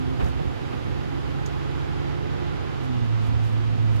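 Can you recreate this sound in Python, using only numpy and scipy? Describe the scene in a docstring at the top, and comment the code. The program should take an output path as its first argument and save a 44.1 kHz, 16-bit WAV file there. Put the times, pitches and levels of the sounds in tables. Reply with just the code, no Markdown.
"""Inside a car on a snowy street, a six-cylinder engine gains speed, shifts up and settles into a low boom
as its harmonics sweep through the cabin resonances. Tyres rumble and hiss as broadband noise, and the
heater fan blows with a faint whistle. A bump excites damped vibrations: wheels thump, trim rattles and
the suspension knocks. Soft rustles and sharp ticks sound close by. The two microphones hear the bass
in nearly opposite polarity."""
import sys
import numpy as np
from scipy import signal
from scipy.fft import rfft, irfft
from scipy.io import wavfile

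SR = 44100
rng = np.random.default_rng(int(sys.argv[2]) if len(sys.argv) > 2 else 0)


def unload_audio(sound):
    """Save the sound as a 16-bit wav file, at the path given as the first command line argument."""
    columns = np.transpose(np.atleast_2d(sound))
    # keep every value between -1 and 1, then stretch to whole-number steps
    steps = np.round(np.clip(columns, -1, 1) * 32767)
    wavfile.write(sys.argv[1], SR, steps.astype(np.int16))


N = 176400
T = np.arange(N) / SR
HZ = np.fft.rfftfreq(N, 1 / SR)


def amp(db):
    """The decibel scale: amplitude grows tenfold every 20 dB."""
    return 10 ** (np.asarray(db) / 20)


def at_frequency(points, hz):
    """Interpolation of a spectrum on a logarithmic frequency axis."""
    frequencies, values = np.transpose(points)
    return np.interp(np.log(hz + 1), np.log(frequencies + 1), values)


def curve(points):
    """Linear interpolation in time, at every sample."""
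    return np.interp(T, *np.transpose(points))


def drift(hz):
    """Random modulation: low-passed Gaussian noise of unit variance."""
    slow = irfft(rfft(rng.standard_normal(N)) * np.exp(-(HZ / hz) ** 2) * (HZ > 0), N)
    return slow / slow.std()


def impact(start, rise, decay):
    """Damping: after a linear rise, the amplitude falls exponentially."""
    age = T - start
    return np.clip(age / rise, 0, 1) * np.exp(-np.maximum(age - rise, 0) / decay)


# Left microphone relative to the right (frequency [Hz], level [dB])
LEFT_LEVEL = [(60, -5.5), (110, -5), (200, -3.5), (400, -4.5), (700, -4.5), (830, -6.5), (1200, -2),
              (2400, -4.8), (3950, -4.5), (4170, -13), (4400, -3.5), (6000, -1), (9000, 0)]
# Phase lead of the left microphone (frequency [Hz], phase [rad])
LEFT_LEAD = [(30, -2.2), (65, -2.55), (120, -2.7), (170, -2.8), (250, -2.45), (350, -2.85), (800, -3.1)]

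def left_response(hz):
    """Transfer function from right microphone to left: weaker and nearly inverted."""
    return amp(at_frequency(LEFT_LEVEL, hz)) * np.exp(1j * at_frequency(LEFT_LEAD, hz))


def tone(turns, hz):
    """A sinusoid as a phasor, scaled and rotated at the left microphone."""
    phasor = np.exp(2j * np.pi * turns)
    return np.array([left_response(hz) * phasor, phasor]).imag


# Likeness of the two channels (frequency [Hz], correlation [ratio])
COHERENCE = [(50, .95), (130, .965), (200, .86), (290, .72), (640, .7), (1000, .42), (1400, .18),
             (3100, .04), (15000, -.05)]

def noise(spectrum):
    """Partial coherence: the microphones share most of a noise's bass and little of its treble."""
    right, independent = rfft(rng.standard_normal((2, N)))
    shared = at_frequency(COHERENCE, HZ)
    left = (shared * right + np.sqrt(1 - shared ** 2) * independent) * left_response(HZ)
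    return irfft(np.array([left, right]) * amp(at_frequency(spectrum, HZ)), N) * np.sqrt(SR / 2)


# Engine speed (time [s], firing rate [Hz])
FIRING_RATE = [(0, 128), (.55, 131.5), (1.2, 136.2), (1.7, 138), (2.1, 141), (2.5, 142.6), (2.7, 141.3),
               (3.07, 112.5), (3.2, 109), (3.6, 110), (4, 109)]
# Mechanical roar at the highest speed reached (frequency [Hz], spectral density [dB/Hz])
ROAR_SPECTRUM = [(150, -65.5), (260, -70.5), (360, -57.5), (600, -72.5), (770, -70.5), (830, -61),
                 (900, -76), (1400, -74.5), (2200, -82), (4000, -93.5), (9000, -120)]
# Engine harmonics (order [multiple of the cycle rate])
ORDERS = [3, 4, 5, 6, 7, 9, 12, 13, 14, 15, 16, 18, 19, 21, 24]
# Each harmonic before the shift (base level [dB])
LOW_GEAR_LEVELS = [-35.5, -34.5, -50, -30.3, -37.5, -46.5, -43.5, -45.5, -80, -43.5, -48, -44, -57, -62.5,
                   -52]
# Each harmonic after the shift (base level [dB])
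HIGH_GEAR_LEVELS = [-41, -49, -44, -18.7, -38, -40.5, -39.5, -54, -47.5, -47.5, -54, -52, -60, -47, -51]
# Swell of all harmonics together (time [s], gain [dB])
HARMONIC_GAIN = [(0, 2.5), (.13, 1), (.18, 0), (.45, 0), (.68, -12), (.9, 0), (2.3, 2), (2.62, 0),
                 (2.85, -1.5), (2.95, -2.5), (3.15, -2), (4, -1)]
# The firing rate's first two overtones sing out at first and in the shift (time [s], gain [dB])
OVERTONE_GAIN = [(0, 3.5), (.13, 3.5), (.18, 0), (2.68, 0), (2.78, 5.5), (2.86, 3.5), (2.94, 6.5),
                 (3.04, 7), (3.12, 0)]
# Cabin peaks and dips (frequency [Hz], half width [Hz], gain [dB])
CABIN_RESONANCES = [(252, 12, 12), (264, 4, -11), (143, 2, -4), (354, 6, 4), (485, 12, 4)]
CYLINDERS, SHIFT_S, SHIFT_LENGTH_S = 6, 2.93, 0.081
WAVER_DB, WAVER_HZ, SPEED_JITTER = 1.8, 9, .003
ROAR_DB_PER_OCTAVE, ROAR_PULSING, ROAR_LOPE = 26.5, 0.3, 0.11

def engine():
    """Forced vibration: harmonics sweep through cabin resonances, and a roar pulses with each firing."""
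    firing = curve(FIRING_RATE)
    cycles = np.cumsum(firing * (1 + SPEED_JITTER * drift(WAVER_HZ))) / SR / CYLINDERS
    shifted = np.clip((T - SHIFT_S) / SHIFT_LENGTH_S + .5, 0, 1)
    roar = noise(ROAR_SPECTRUM) * amp(ROAR_DB_PER_OCTAVE * np.log2(firing / firing.max()))
    pulsing = ROAR_PULSING * np.cos(2 * np.pi * CYLINDERS * cycles)
    lope = ROAR_LOPE * np.cos(2 * np.pi * cycles)
    out = roar * (1 + pulsing + lope)
    for order, low_db, high_db in zip(ORDERS, LOW_GEAR_LEVELS, HIGH_GEAR_LEVELS):
        hz = order * firing / CYLINDERS
        lift = sum(db / (1 + ((hz - centre) / width) ** 2) for centre, width, db in CABIN_RESONANCES)
        if order in (2 * CYLINDERS, 3 * CYLINDERS):
            lift = lift + curve(OVERTONE_GAIN)
        waver = WAVER_DB * drift(WAVER_HZ) * (.5 if order == CYLINDERS else 1)
        rms = amp(low_db + (high_db - low_db) * shifted + curve(HARMONIC_GAIN) + lift + waver)
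        out += np.sqrt(2) * rms * tone(order * cycles + rng.random(), hz)
    return out


def cabin_ripple(depth_db=1.2, echo_s=.012):
    """Interference: cabin reflections leave fine peaks and dips in the middle and treble."""
    fade = np.exp(-T / echo_s)
    ripple = rfft(rng.standard_normal((2, N)) * fade * (1 - fade)).real
    return amp(depth_db * ripple / ripple.std() * np.clip(HZ / 600 - .5, 0, 1))


# Wash of slush and fan air (frequency [Hz], spectral density [dB/Hz])
WASH_SPECTRUM = [(100, -96), (400, -70.5), (600, -75), (700, -66), (830, -69), (920, -69.5), (1200, -71.5),
                 (1800, -77), (2400, -78), (3100, -79), (4000, -84.5), (5000, -88.5), (5800, -94.5),
                 (7200, -97), (8100, -106), (9300, -104), (10500, -109), (14000, -112), (15500, -120)]
# Swell of the wash (time [s], gain [dB])
WASH_GAIN = [(0, -0.5), (.8, 0), (1.1, -0.2), (1.8, 0.4), (2.08, 0.7), (2.2, -1), (2.32, .5), (2.7, 0.5),
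             (3.1, 0.5), (3.45, 0.9), (3.7, 0), (4, 0.5)]
# Road rumble (frequency [Hz], spectral density [dB/Hz])
RUMBLE_SPECTRUM = [(10, -92), (22, -85), (35, -56), (52, -52), (80, -52.5), (120, -46.5), (155, -56),
                   (185, -63.5), (240, -56.5), (300, -60.5), (360, -59.5), (430, -69.5), (490, -62.5),
                   (600, -71.5), (1000, -88), (3000, -120)]
# Swell of the rumble (time [s], gain [dB])
RUMBLE_GAIN = [(0, -7), (.15, 0.5), (.24, -1), (.34, -5.5), (.45, 1), (.8, 0.5), (1.6, -3.5), (2.1, -2),
               (2.8, -3), (3.1, 0), (3.35, 0), (3.7, 0), (4, 0.5)]
# Fizz of wet tyres (frequency [Hz], spectral density [dB/Hz])
FIZZ_SPECTRUM = [(3000, -125), (7000, -106), (9000, -106), (11000, -109), (14000, -109.5), (15500, -116)]
# Swell of the fizz (time [s], gain [dB])
FIZZ_GAIN = [(0, -1), (1.5, -2.5), (2.5, -12), (4, -3)]

def road(flicker_db=.22):
    """Rolling noise: structure-borne tyre rumble under a wash of slush and air, with a fine fizz."""
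    wash = irfft(rfft(noise(WASH_SPECTRUM)) * cabin_ripple(), N)
    wash *= amp(curve(WASH_GAIN) + flicker_db * drift(hz=8))
    rumble = noise(RUMBLE_SPECTRUM) * amp(curve(RUMBLE_GAIN))
    fizz = noise(FIZZ_SPECTRUM) * amp(curve(FIZZ_GAIN))
    return rumble + wash + fizz


# Heater fan whistles at the right microphone (frequency [Hz], level [dB])
FAN_TONES = [(1991, -58), (3925, -66.5), (4410, -71.5), (7207, -79)]

def fan(pitch_wander=.0007, waver_db=2):
    """Tonal fan noise: thin, wandering whistles reach the two microphones in phase quadrature."""
    warped_time = np.cumsum(1 + pitch_wander * drift(hz=14)) / SR
    out = np.zeros((2, N))
    for hz, db in FAN_TONES:
        angle = 2 * np.pi * hz * warped_time
        left = amp(at_frequency(LEFT_LEVEL, hz)) * np.cos(angle)
        out += amp(db + waver_db * drift(hz=8.8)) * np.array([left, np.sin(angle)])
    return out


# Wheel impacts (time [s], level [dB], frequency [Hz], decay time [s])
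WHEEL_THUMPS = [(0.176, -18.5, 90, 0.038), (0.223, -12.5, 70, 0.057), (0.223, -16.5, 145, .014),
                (.262, -16.5, 111, 0.027), (0.408, -14.5, 139.7, 0.037), (0.466, -13, 70.5, 0.023),
                (3.268, -28, 85, 0.059), (3.333, -17, 70.5, 0.05)]
IMPACT_RISE_S = 0.0024

def wheel_thumps():
    """Damped oscillation: each blow from the wheels rings the body at one low frequency."""
    return sum(amp(db) * impact(start, IMPACT_RISE_S, decay) * tone(hz * (T - start), hz)
               for start, db, hz, decay in WHEEL_THUMPS)


# Bursts of rattling (time [s], gain [dB], decay time [s])
RATTLE_BURSTS = [(.19, -2, .026), (.248, -10, .02), (.718, -7, .015)]
# Rattling trim (frequency [Hz], spectral density [dB/Hz])
RATTLE_SPECTRUM = [(70, -55), (130, -45), (250, -48), (450, -54), (800, -60), (1500, -64), (3000, -72),
                   (6000, -91), (15000, -110)]

def trim_rattles(rise_s=.02):
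    """Impact noise: the jolted trim rattles in decaying broadband bursts."""
    envelope = sum(amp(db) * impact(start, rise_s, decay) for start, db, decay in RATTLE_BURSTS)
    return noise(RATTLE_SPECTRUM) * envelope


# Suspension impacts (time [s], gain [dB])
SUSPENSION_KNOCKS = [(.198, -1), (.212, -1), (.254, -3), (.274, -5), (.394, -0.5), (.729, -5.5)]
# Body panel modes (nominal frequency [Hz], level [dB], decay time [s])
PANEL_MODES = [(216, -32.5, .016), (354, -31, 0.013), (472, -29, 0.024), (544, -27, 0.017),
               (737, -28, 0.021), (868, -42, 0.026)]

def suspension_knocks(detune=.03):
    """Modal superposition: each knock briefly rings the body panels, every mode slightly detuned."""
    out = np.zeros((2, N))
    for start, db in SUSPENSION_KNOCKS:
        for hz, mode_db, decay in PANEL_MODES:
            turns = hz * (1 + detune * rng.uniform(-0.85, 1)) * (T - start)
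            out += amp(db + mode_db) * impact(start, IMPACT_RISE_S, decay) * tone(turns, hz)
    return out


# Soft rustles (peak time [s], gain [dB], half length [s])
RUSTLE_SWELLS = [(.26, 0, .05), (2.845, -4, .03), (3.235, -5, .03), (3.28, -3, .014), (3.46, -.5, .035),
                 (3.53, -5.5, .022), (3.95, -3.5, .045)]
# Colour of the rustles (frequency [Hz], spectral density [dB/Hz])
RUSTLE_SPECTRUM = [(1000, -105), (3500, -91), (6500, -95), (9000, -98.5), (12000, -101), (15000, -105)]

def rustles(grain_db=3.5):
    """Amplitude modulation: fast random grain roughens bell-shaped swells of treble noise."""
    envelope = sum(amp(db) * np.exp(-((T - peak) / half) ** 2) for peak, db, half in RUSTLE_SWELLS)
    return noise(RUSTLE_SPECTRUM) * envelope * amp(grain_db * drift(hz=302))


# Sharp ticks (time [s], gain [dB], decay time [s])
TICK_BURSTS = [(0.26, -15, 0.0045), (1.458, -2.5, .003), (1.464, -13.5, 0.012)]
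# Colour of the ticks (frequency [Hz], spectral density [dB/Hz])
TICK_SPECTRUM = [(1500, -100), (4000, -76), (5300, -73), (6000, -72), (6700, -67), (7400, -79), (8300, -85),
                 (11000, -92), (14000, -89), (16000, -94)]

def ticks(rise_s=0.0044):
    """Transients: bright noise lasting only milliseconds is heard as a tick."""
    envelope = sum(amp(db) * impact(start, rise_s, decay) for start, db, decay in TICK_BURSTS)
    return noise(TICK_SPECTRUM) * envelope


def scene():
    """Linear superposition: the pressures of all sources add in the cabin."""
    return engine() + road() + fan() + wheel_thumps() + trim_rattles() + suspension_knocks() \
        + rustles() + ticks()


LOW_CUT_HZ, HIGH_CUT_HZ = 30, 15300

def record(dry):
    """Band limiting: a high-pass and a low-pass filter remove the deepest bass and highest treble."""
    thinned = irfft(rfft(dry) * HZ ** 4 / (HZ ** 4 + LOW_CUT_HZ ** 4), N)
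    low_pass = signal.firwin(511, HIGH_CUT_HZ, window=("kaiser", 9), fs=SR)
    return signal.oaconvolve(thinned, low_pass[None], "same")


dry = scene()
out = record(dry)
unload_audio(out)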